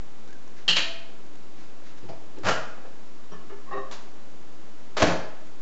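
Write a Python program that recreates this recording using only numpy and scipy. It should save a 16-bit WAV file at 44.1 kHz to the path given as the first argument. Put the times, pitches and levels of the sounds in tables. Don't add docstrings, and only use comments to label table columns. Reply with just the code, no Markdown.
import sys
import numpy as np
from scipy import signal
from scipy.fft import rfft, irfft
from scipy.io import wavfile
from scipy.ndimage import uniform_filter1d

SR = 44100
rng = np.random.default_rng(int(sys.argv[2]) if len(sys.argv) > 2 else 0)


def bounce(signal):
    frames = np.transpose(np.atleast_2d(signal))
    limited = np.clip(frames, -1, 1)
    pcm = np.round(limited * 32767).astype(np.int16)
    wavfile.write(sys.argv[1], SR, pcm)


def makeup_ratio(level_db):
    decades = np.asarray(level_db, float) / 20
    return 10 ** decades


N = 247489
TIME = np.arange(N) / SR
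SNAP_RISE, KNOCK_RISE, RUB_RISE = 0.13, 0.25, 0.47

# t/s, level/dB, die-away/ms
LATCH_HITS = [
    (.679, -10.5, 6.6),
    (.686, -10.5, 22.5),
    (.702, -24, 25),
    (.728, -20.5, 6.0),
    (.761, -18, 24),
    (.7665, -16, 8.4),
    (.782, -22.5, 32),
]
# f/Hz, level/dB (per Hz)
LATCH_COLOUR = [(60, -70), (125, -48), (170, -22), (400, -46), (1200, -20.5), (1900, -5), (2180, -23.5),
                (2900, 2.5), (3330, -13.5), (4300, -9.5), (4900, -20.5), (7400, -23), (8000, -15),
                (10000, -67.5)]
# f/Hz, width/Hz, level/dB
LATCH_PEAKS = [(1760, 260, -13), (3166, 140, -4.5), (4200, 280, -13.5)]
# f/Hz, level/dB (per Hz)
SPRING_COLOUR = [(110, -61), (200, -40), (500, -10), (1200, -25.5), (1800, -4.5), (2800, -2.5),
                 (4300, -4.5), (5000, -18.5), (8000, -15), (10000, -78)]
# f/Hz, width/Hz, level/dB
SPRING_PEAKS = [(1600, 120, -7), (1880, 160, -1), (2680, 260, -1), (3150, 240, -4), (3850, 200, -3),
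                (4400, 300, -6)]


def latch():
    spring_return_s = 0.75
    force = rattle(LATCH_HITS, SNAP_RISE, 7000, 0.71, -5.5)
    hooks_free = force * (TIME < spring_return_s)
    lever_back = force * (TIME >= spring_return_s)
    snap = signal.oaconvolve(hooks_free, body(LATCH_COLOUR, LATCH_PEAKS, -2.0))
    back = signal.oaconvolve(lever_back, body(SPRING_COLOUR, SPRING_PEAKS, -4.4))
    return (snap + back)[:N]


# t/s, level/dB, die-away/ms
HOOK_SLIDE = [
    (4.966, -18, 25.4),
    (4.999, -22, 25.2),
]
# f/Hz, level/dB (per Hz)
HOOK_COLOUR = [(60, -51), (110, -13), (300, -11), (520, -2), (900, -8.5), (1300, -6), (2000, -12),
               (3800, -14), (6800, -22.5), (8000, -23), (10000, -81)]
# t/s, level/dB, die-away/ms
DOOR_SLAM = [
    (5.0195, -5.5, 5.5),
    (5.025, -7, 7.5),
    (5.036, -16.5, 21),
    (5.065, -20.5, 54),
]
# f/Hz, level/dB (per Hz)
SLAM_COLOUR = [(40, -16.5), (120, -31), (200, -2), (300, -1), (450, -7), (650, -2), (1000, -10.5),
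               (1700, -12), (3000, -18.5), (4900, -22), (6500, -25.5), (8000, -30.5), (10000, -83.5)]
# f/Hz, width/Hz, level/dB
SLAM_PEAKS = [(141, 10.4, 8), (225, 7.7, -5), (275, 12, -12), (312.7, 16, -3), (324, 29, -1),
              (413, 13, 5.5), (443, 4.6, 6), (504, 18, 1.5), (554, 11, 3), (633, 35, 6), (794, 17, -12),
              (871, 23, 1), (1080, 22, -13)]


def door_slam():
    hooks = struck(HOOK_SLIDE, KNOCK_RISE, coloured(HOOK_COLOUR), 8000, 0.94)
    slam = struck(DOOR_SLAM, SNAP_RISE, body(SLAM_COLOUR, SLAM_PEAKS, -6.0), 12000, 0.2)
    return hooks + slam


# t/s, level/dB, die-away/ms
DOOR_SWING = [
    (2.025, -37, 25.0),
    (2.362, -34, 29.8),
]
# f/Hz, level/dB (per Hz)
SWING_COLOUR = [(35, -39), (60, -13), (361, 0.5), (574, -7), (665, -38), (831, -24), (5000, -27.5),
                (6500, -60), (11000, -120)]
# f/Hz, width/Hz, level/dB
SWING_PEAKS = [(374, 59, -6), (850, 23, -14)]
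# t/s, level/dB, die-away/ms
DOOR_STOP = [
    (2.085, -30.5, 22),
    (2.13, -40, 9.1),
]
# f/Hz, level/dB (per Hz)
STOP_COLOUR = [(47, -34), (80, 2), (196, -1), (241, -25), (308, -12), (663, -6.5), (1180, -21), (1450, -20),
               (7000, -29.5), (9100, -61), (15400, -120)]
# f/Hz, width/Hz, level/dB
STOP_PEAKS = [(420, 22, -18), (682, 140, 1), (2340, 81, -23), (4240, 35, -26), (4700, 47, -19)]


def door_swing():
    swing = struck(DOOR_SWING, KNOCK_RISE, body(SWING_COLOUR, SWING_PEAKS, -7.0), 9000, 1.2)
    stop = struck(DOOR_STOP, KNOCK_RISE, body(STOP_COLOUR, STOP_PEAKS, 1.5), 4900, 1.5)
    return swing + stop


# t/s, level/dB, die-away/ms
BOWL_KNOCKS = [
    (2.431, -31.5, 16),
    (2.444, -23.5, 38),
    (2.464, -19.5, 20.5),
    (2.482, -18, 18),
    (2.506, -23.5, 24),
]
# f/Hz, level/dB (per Hz)
BOWL_COLOUR = [(60, -39.5), (120, -8), (350, -16), (520, -4.5), (950, -12.5), (1400, -7.5), (1950, -12.5),
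               (2700, -17.5), (4500, -22.5), (8000, -26), (10000, -72)]
# f/Hz, width/Hz, level/dB
BOWL_PEAKS = [(522, 60, -5), (678, 50, -8), (850, 60, -7), (1180, 80, -7), (1400, 90, 4), (2660, 200, -8),
              (4480, 200, -17)]
# t/s, level/dB, die-away/ms
BOWL_TAP = [
    (3.9115, -34, 7.2),
    (3.92, -36.5, 33),
]
# f/Hz, level/dB (per Hz)
TAP_COLOUR = [(180, -36), (300, -22), (459, -15), (852, -4.5), (2450, -12.5), (4370, -11), (7170, -17.5),
              (8000, -16), (10400, -57), (17600, -120)]
# t/s, level/dB, die-away/ms
BOWL_SETTLE = [
    (2.775, -38, 12),
    (2.845, -36.5, 22),
]
# f/Hz, level/dB (per Hz)
SETTLE_COLOUR = [(120, -24), (200, -1), (635, 5), (1150, -9), (1400, -9), (1610, -8), (3000, -21),
                 (3900, -49), (6600, -120)]


def bowl():
    knocks = struck(BOWL_KNOCKS, KNOCK_RISE, body(BOWL_COLOUR, BOWL_PEAKS, -11.0), 10000, 0.55)
    tap = struck(BOWL_TAP, SNAP_RISE, coloured(TAP_COLOUR), 9000, 1.0)
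    settle = struck(BOWL_SETTLE, RUB_RISE, coloured(SETTLE_COLOUR), 5000, 3.4)
    return knocks + tap + settle


# t/s, level/dB, die-away/ms
PLATE_NUDGES = [
    (3.312, -30.5, 31),
    (3.40, -52, 8.9),
]
# f/Hz, level/dB (per Hz)
NUDGE_COLOUR = [(71, -48), (120, -15), (402, 4.5), (692, -4.5), (1110, -3), (2060, -33.5), (5810, -33),
                (7000, -39), (9100, -62), (15400, -120)]
# f/Hz, width/Hz, level/dB
NUDGE_PEAKS = [(410, 23, 0), (1096, 23, -0.5), (1230, 70, -2), (1700, 26, -14), (2440, 57, -16),
               (2890, 44, -14.5)]
# t/s, level/dB, die-away/ms
PLATE_SHIFT = [
    (3.49, -31.5, 28),
    (3.522, -42, 11.5),
]
# f/Hz, level/dB (per Hz)
SHIFT_COLOUR = [(88, -47), (150, -23), (278, -20), (403, 6), (574, -28), (1130, -4.5), (6000, -48),
                (7800, -76), (13200, -120)]
# f/Hz, width/Hz, level/dB
SHIFT_PEAKS = [(408, 16, -3), (640, 12, -12.5), (880, 21, -11.5), (1170, 68, -26), (1710, 43, -16),
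               (2130, 36, -16), (2835, 47, -17.5)]
# t/s, level/dB, die-away/ms
PLATE_DRAG = [
    (3.66, -37.5, 43),
    (3.705, -25.5, 22.3),
    (3.725, -24.5, 17),
    (3.745, -29, 12),
    (3.77, -20, 11.7),
    (3.812, -39, 10),
]
# f/Hz, level/dB (per Hz)
DRAG_COLOUR = [(120, -61), (200, -14), (396, -11.5), (957, -14), (1090, 6), (1330, -20), (1840, -8),
               (6000, -88), (7800, -81), (13200, -120)]
# f/Hz, width/Hz, level/dB
PLATE_PEAKS = [(403, 8.7, 6.5), (531.5, 6.3, 1.5), (662, 11, -3), (780, 79, 1.5), (1074, 28, -6),
               (1114, 44, 0), (1670, 46, -20), (1830, 18, 2), (2650, 98, -8), (3780, 43, -16.5),
               (3900, 60, -38), (5100, 90, -26)]


def turntable():
    nudge = struck(PLATE_NUDGES, RUB_RISE, body(NUDGE_COLOUR, NUDGE_PEAKS, 3.9), 6000, 2.1)
    shift = struck(PLATE_SHIFT, RUB_RISE, body(SHIFT_COLOUR, SHIFT_PEAKS, 2.1), 7200, 6.6)
    drag = struck(PLATE_DRAG, RUB_RISE, body(DRAG_COLOUR, PLATE_PEAKS, 1.9), 6000, 3.0)
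    return nudge + shift + drag


# (t/s, level/dB)
CASE_NOTES = [
    (58, 0.19, [(5.02, -24)]),
    (75, 0.25, [(5.02, -25)]),
    (101.5, 0.28, [(2.025, -40), (2.365, -44), (2.437, -27.5), (5.015, -20)]),
    (174.8, 0.39, [(.679, -31.5), (3.31, -41.5), (5.065, -22)]),
    (276, 0.37, [(2.49, -33)]),
    (322.3, 0.37, [(.765, -37.5), (5.022, -26)]),
    (665, 0.22, [(2.088, -33.5)]),
    (662, .9, [(.83, -38)]),
    (680, .6, [(.86, -43)]),
    (1447, 0.2, [(2.478, -33), (2.56, -29.5)]),
]


def case_ringing():
    return ringing_tones(CASE_NOTES)


# (t/s, level/dB)
GLASS_NOTES = [(402, 0.17, [(3.517, -31.5), (3.735, -32)]), (805, 0.26, [(3.707, -34)]),
               (1560, 0.088, [(.293, -47), (.35, -46)]), (1660, 0.064, [(.324, -44)]),
               (1760, 0.15, [(3.335, -43.5)]), (1885, 0.35, [(3.712, -36.5), (3.76, -49)]),
               (2740, 0.17, [(3.715, -50.5), (3.765, -56)]), (3140, .18, [(3.315, -51), (3.39, -60)]),
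               (3760, 0.2, [(3.48, -61), (3.725, -57), (3.77, -51)]), (4770, .12, [(2.088, -62)]),
               (5170, 0.21, [(3.725, -62), (3.77, -61)]), (5640, 0.11, [(3.317, -48)])]


def glass_ringing():
    return ringing_tones(GLASS_NOTES)


# t/s, level/dB
COUNTER_TICKS = [(0.2757, -44.5), (0.2844, -43), (0.3054, -45), (0.3284, -42), (0.4774, -45), (1.264, -48),
                 (1.335, -46), (1.3554, -45), (2.385, -42), (4.998, -26), (5.4705, -48)]
# f/Hz, level/dB (per Hz)
TICK_COLOUR = [(500, -33), (1600, 6), (3500, -2), (7000, 2.5), (9000, -9.5)]
# t/s, level/dB, die-away/ms
SLEEVE_BRUSHES = [
    (.56, -43, 48),
    (1.56, -46, 72),
    (1.84, -44.5, 65),
    (1.97, -45.5, 14),
]
# f/Hz, level/dB (per Hz)
SLEEVE_COLOUR = [(600, -4), (1600, 13.5), (3000, 5.5), (6500, 3.5), (9000, -24)]


def counter():
    tick_ms = 2.5
    hits = [(s, db, tick_ms) for s, db in COUNTER_TICKS]
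    ticks = struck(hits, SNAP_RISE, coloured(TICK_COLOUR), 9000, 2.7, trim_db=-3.0)
    sleeves = struck(SLEEVE_BRUSHES, RUB_RISE, coloured(SLEEVE_COLOUR), 11000, 2.7)
    return ticks + sleeves


# f/Hz, time to fall 60 dB/s
KITCHEN_T60 = [(60, 0.75), (180, 0.44), (400, 0.55), (1000, 0.69), (3000, 0.59), (8000, 0.46)]


def kitchen(x):
    t = TIME[:SR]
    edges = 30 * 2 ** np.arange(0, 8.6, 0.5)
    white = rng.standard_normal((2, SR))
    tail = np.zeros(SR)
    for k, (low, high) in enumerate(zip(edges, edges[1:])):
        band = signal.butter(2, [low, high], "band", fs=SR, output="sos")
        t60 = at_hz(KITCHEN_T60, np.sqrt(low * high))
        tail += signal.sosfilt(band, white[k % 2]) * makeup_ratio(-60 * t / t60)
    spectrum = rfft(tail, 2 * SR)
    power = uniform_filter1d(np.abs(spectrum) ** 2, size=160)
    even = np.sqrt(at_hz(KITCHEN_T60, np.arange(SR + 1) / 2) / power)
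    tail = irfft(spectrum * even)[:SR]
    tail *= 1 - np.exp(-(t / 0.014) ** 2)
    return signal.fftconvolve(x, tail / np.linalg.norm(tail))[:N]


# f/Hz, level/dB (per Hz)
ROOM_TONE = [(15, -59.5), (30, -34), (60, -27.5), (100, -22), (160, -19), (190, -20), (214, -14.5),
             (242, -19), (308, -16.5), (475, -20.5), (1220, -26.5), (1840, -31), (6600, -38.5), (8000, -36)]
# f/Hz, level/dB
FRIDGE_LINES = [(36.7, -118), (219, -65), (308, -64.5)]


def room_tone():
    size = 16384
    white = rng.standard_normal(N + size)
    hiss = signal.fftconvolve(white, coloured(ROOM_TONE, size=size))[size:size + N]
    hum = sum(makeup_ratio(db) * np.sqrt(2) * np.sin(2 * np.pi * hz * TIME) for hz, db in FRIDGE_LINES)
    return makeup_ratio(-50) * hiss + hum


def struck(hits, rise, response, per_s, spread_db, trim_db=-3.5):
    return signal.oaconvolve(rattle(hits, rise, per_s, spread_db, trim_db), response)[:N]


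def rattle(hits, rise, per_s, spread_db, trim_db):
    force, ms = np.zeros(N), TIME[:SR // 4] * 1000
    for s, db, die_ms in hits:
        shape = (1 - np.exp(-ms / (rise * die_ms))) * np.exp(-ms / die_ms)
        start = round(s * SR)
        force[start:start + len(ms)] += makeup_ratio(db + trim_db) * shape[:N - start]
    chance = rng.random((3, N))
    strength = makeup_ratio(spread_db * np.minimum(-np.log(chance[0] + 1e-9), 3))
    direction = np.sign(chance[1] - 0.5)
    impacts = strength * direction * (chance[2] < per_s / SR)
    return force * impacts / np.sqrt(np.mean(impacts ** 2) + 1e-20)


def body(spectrum, peaks, ring_db):
    t = TIME[:8192]
    modes = np.zeros(len(t))
    for hz, width, db in peaks:
        decay = np.exp(-np.pi * width * t)
        modes += makeup_ratio(db) * np.sqrt(width) * decay * np.sin(2 * np.pi * hz * t)
    response = makeup_ratio(ring_db) * modes / np.linalg.norm(modes)
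    response[:4096] += coloured(spectrum)
    return response / np.linalg.norm(response)


def coloured(spectrum, size=4096):
    log_level = at_hz(spectrum, np.fft.rfftfreq(size, 1 / SR)) * np.log(10) / 20
    cepstrum = irfft(log_level)
    cepstrum[1:size // 2] *= 2
    cepstrum[size // 2 + 1:] = 0
    response = irfft(np.exp(rfft(cepstrum)))
    return response / np.linalg.norm(response)


def at_hz(points, hz):
    table_hz, values = np.array(points).T
    return np.interp(np.log(hz + 1), np.log(table_hz), values)


def ringing_tones(table):
    out, t = np.zeros(N + SR), TIME[:SR]
    for hz, t60, blows in table:
        swell = 1 - np.exp(-(t / (0.037 * t60)) ** 2)
        note = swell * makeup_ratio(-60 * t / t60) * np.sin(2 * np.pi * hz * t)
        for s, db in blows:
            start = round(s * SR)
            out[start:start + SR] += makeup_ratio(db) * note
    return out[:N]


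def scene():
    thin = signal.butter(3, 115, "high", fs=SR, output="sos")
    blows = signal.sosfilt(thin, latch() + door_slam() + door_swing() + bowl())
    glass = signal.sosfilt(thin, turntable())
    echo = kitchen(makeup_ratio(-4.5) * blows + makeup_ratio(-6.5) * glass)
    ringing = case_ringing() + glass_ringing()
    return (makeup_ratio(2.5) * blows + glass + echo + counter() + ringing + room_tone())[None]


def roll_off(x):
    return signal.sosfilt(signal.butter(12, 8150, fs=SR, output="sos"), x)


def record(dry):
    top, cutoff_hz, offset = 0.8, 8400, -0.0667
    rounded = top * np.tanh(dry / top)
    top_cut = signal.cheby2(11, 48, cutoff_hz, fs=SR, output="sos")
    mix = signal.sosfilt(top_cut, rounded) + offset
    return roll_off(mix)


dry = scene()
out = record(dry)
bounce(out)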